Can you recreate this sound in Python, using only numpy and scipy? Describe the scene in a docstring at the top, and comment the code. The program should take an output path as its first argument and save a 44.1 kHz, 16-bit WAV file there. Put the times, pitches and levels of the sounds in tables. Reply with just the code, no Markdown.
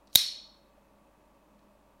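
"""A metal carabiner snaps shut in the hand, close to the microphone in a quiet, live room.
The catch ticks and slides, the sprung jaws touch and then slam; the blow cracks, rings the metal
and drives the recorder into its limiter. A short, low thump is heard at the loudest instant.
The room carries the bright ring for half a second over soft ventilation noise and mains hum."""
import sys
import numpy as np
from scipy import signal
from scipy.fft import rfft, irfft
from scipy.io import wavfile
from scipy.ndimage import uniform_filter1d, minimum_filter1d

SR = 44100
rng = np.random.default_rng(int(sys.argv[2]) if len(sys.argv) > 2 else 0)


def digitize_waveform(pressure):
    """Quantize a signal to 16-bit integers and store it at the path in sys.argv[1].

    Rows of a 2-D input are taken as channels; values are limited to [-1, 1].
    """
    field = np.atleast_2d(pressure).T
    bounded = np.clip(field, -1, 1)
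    quanta = np.round(bounded * 32767).astype(np.int16)
    wavfile.write(sys.argv[1], SR, quanta)


N = 88200
T = np.arange(N) / SR
HZ = np.arange(N // 2 + 1) * SR / N


def jaws():
    """Each blow cracks and rings the metal; returns the sound close up and its reverberation."""
    # blows of the jaws: t/s, ring level/dB, crack level/dB
    blows = [(0.1515, -33, -14), (0.1546, -34, -26), (0.1562, -5.5, 1.5), (0.1579, -25.5, -10)]
    # modes of the carabiner: f/Hz, level to the microphone/dB, level into the room/dB, t60/s
    modes = [(2133, -27, -32, 0.036), (2500, -28.5, -27.5, 0.024), (3360, -13.5, -23, 0.018),
             (3817, 5, -15.5, 0.026), (3880, -10.5, -12.5, 0.052), (4292, -27.5, -17.5, 0.058),
             (4337, -23.5, -9.5, 0.065), (5330, -20, -17.5, 0.016), (5475, -16.5, -11, 0.022),
             (6340, -28, -26, .022), (6917, -18.5, -30.5, 0.026), (9000, -27, -18.5, .014),
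             (11132, -5.5, -18.5, 0.016), (13970, -8, -23.5, 0.006)]
    # spectrum of the crack: f/Hz, level to the microphone/dB, level into the room/dB
    crack = np.array([(300, -38.5, -50.5), (1400, -29, -27), (2300, -18, -8), (2750, -19.5, -8.5),
                      (3400, -0.5, 4.5), (4240, -4, 13.5), (4560, 0, -1.5), (5200, 1.5, 9.5),
                      (6700, -6.5, -7), (8750, -5.5, -2), (10700, -0.5, -2), (14000, 1, -8),
                      (16000, -8.5, -14)])
    near_metal = sum(undb(db) * ring(hz, t60) for hz, db, _, t60 in modes)
    room_metal = sum(undb(db) * ring(hz, t60) for hz, _, db, t60 in modes)
    near_ring = sum(undb(db) * delay(near_metal, s) for s, db, _ in blows)
    room_ring = sum(undb(db) * delay(room_metal, s) for s, db, _ in blows)
    chatter = rng.standard_normal(N) * sum(undb(db) * fade(s, t60=.009) for s, _, db in blows)
    impulses = sum(undb(db) * delay(T == 0, s) for s, _, db in blows)
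    near_crack = colour(chatter, crack[:, [0, 1]])
    room_crack = undb(5) * colour(impulses, crack[:, [0, 2]])
    return near_ring + near_crack, room(room_ring) + room(room_crack)


def thump():
    """A short, low thump heard at the loudest instant."""
    # its decaying low tones: f/Hz, level/dB, t60/s
    tones = [(100, -24, .024), (200, -28, 0.019), (400, -30, 0.014), (640, -21.5, 0.011), (1523, -22, .011)]
    return delay(sum(undb(db) * ring(hz, t60) for hz, db, t60 in tones), s=.1568)


def catch(slips_per_s=17000):
    """A swelling scrape of tiny slips as the catch slides before it lets go."""
    # spectrum of the scrape: f/Hz, relative level/dB
    spectrum = [(1500, -22.5), (3000, -6), (3900, -1.5), (4800, -6), (5900, 3.5), (7500, -6), (10000, -3),
                (14000, -3), (16000, -7)]
    # swell of the slide: t/s, level/dB
    times, db = np.array([(.121, -72.5), (0.134, -60), (.144, -50.5), (.148, -55), (.156, -65)]).T
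    slips = rng.standard_normal(N) * (rng.random(N) < slips_per_s / SR)
    scrape = colour(slips, spectrum)
    swell = undb(np.interp(T, times, db)) * (T > times[0]) * (T < times[-1])
    return swell * scrape / scrape.std()


def loose_parts():
    """Loose parts tick faintly, each touch a short burst of bright noise."""
    # ticks: t/s, level/dB
    ticks = [(0.0729, -54), (0.078, -62), (0.1303, -45), (1.592, -67.5)]
    # spectrum of a tick: f/Hz, relative level/dB
    spectrum = [(1500, -27), (3000, -11), (4000, 6), (5500, -2), (7500, -9), (10000, -25), (16000, -37.5)]
    bursts = sum(undb(db) * fade(s, t60=.014) for s, db in ticks)
    return bursts * noise(undb(along(spectrum, HZ)))


def near_echoes(x):
    """The table and hands throw the sound back to the microphone within milliseconds."""
    # reflections: delay/s, level/dB
    echoes = [(.0046, -21.5), (.0075, -21.5)]
    return sum(undb(db) * delay(x, s) for s, db in echoes)


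def room(x, gain_db=-4.5, gap_s=.01, build_s=.012):
    """Diffuse reflections build up after a short gap; the high treble and the lows die first."""
    # reverberation time: f/Hz, t60/s
    decay = [(500, 0.19), (2500, .56), (4200, .54), (5500, .5), (8000, .37), (11000, .3), (15000, .2)]
    centres = np.geomspace(500, 16000, 16)
    white, response = rfft(noise(1)), 0
    for hz, share in zip(centres, np.eye(len(centres))):
        band = irfft(white * np.interp(HZ, centres, share), N)
        response = response + band * fade(0, along(decay, hz))
    build_up = np.sqrt(np.minimum(T / build_s, 1))
    response = delay(response * build_up, gap_s)
    response /= np.sqrt(np.sum(response ** 2))
    return undb(gain_db) * signal.fftconvolve(x, response)[:N]


def room_tone(air_db=-66, hum_db=-71.5, hum_hz=50):
    """Steady room air, the resonances of a ventilation fan and a faint mains hum."""
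    # spectrum of the air: f/Hz, relative level/dB
    spectrum = [(20, -7), (40, -8.5), (65, -9.5), (100, -11.5), (170, -6), (240, -5.5), (400, -9),
                (730, -11.5), (1150, -11), (1400, -17), (1900, -20.5), (3000, -25), (5000, -30.5),
                (15000, -33.5)]
    # resonances of the ventilation: f/Hz, width/Hz, level/dB
    resonances = [(205, 9.1, -73), (290, 42, -74), (555, 16, -76), (605, 73, -70.5), (903, 160, -73),
                  (1148, 20, -78.5), (2566, 90, -86)]
    vent = sum(undb(db) * noise(1 / (1 + 2 * ((HZ - hz) / width) ** 2)) for hz, width, db in resonances)
    air = undb(air_db) * noise(undb(along(spectrum, HZ)))
    hum = undb(hum_db) * np.sqrt(2) * np.sin(2 * np.pi * hum_hz * T)
    return air + vent + hum


def undb(db):
    """Decibels to gain."""
    return 10 ** (np.asarray(db) / 20)


def along(points, hz):
    """Read a table on a log-frequency axis."""
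    f, v = np.array(points).T
    return np.interp(np.log(hz + 1), np.log(f), v)


def colour(x, points):
    """Filter a sound by a table of f/Hz, level/dB."""
    return irfft(rfft(x) * undb(along(points, HZ)), N)


def noise(gain):
    """Noise of rms 1, its spectrum shaped by gain."""
    x = irfft(gain * np.exp(2j * np.pi * rng.random(len(HZ))), N)
    return x / x.std()


def fade(start, t60):
    """A sudden start and an exponential decay."""
    return (T >= start) * np.exp(-np.log(1000) * np.maximum(T - start, 0) / t60)


def ring(hz, t60):
    """One decaying tone."""
    return np.cos(2 * np.pi * hz * T) * fade(0, t60)


def delay(x, s):
    """The same sound, s seconds later."""
    return np.concatenate([np.zeros(int(s * SR)), x])[:N]


def scene(radiation_hz=1700):
    """One microphone close to the carabiner, with the room behind it."""
    near, reverb = jaws()
    small_sounds = catch() + loose_parts()
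    # small metal parts radiate little at low frequencies
    radiation = signal.butter(2, radiation_hz, "high", fs=SR, output="sos")
    metal = signal.sosfilt(radiation, near + near_echoes(near))
    return (metal + reverb + thump() + small_sounds + room(small_sounds) + room_tone())[None]


def record(dry, limiter_s=.0004, top_hz=15800):
    """The recorder's very fast limiter flattens the slam; a steep filter cuts the top."""
    window = int(limiter_s * SR)
    needed_gain = 1 / np.maximum(np.abs(dry), 1)
    gain = uniform_filter1d(minimum_filter1d(needed_gain, window), window)
    top_cut = signal.ellip(10, .1, 80, top_hz, fs=SR, output="sos")
    return signal.sosfilt(top_cut, dry * gain)


dry = scene()
out = record(dry)
digitize_waveform(out)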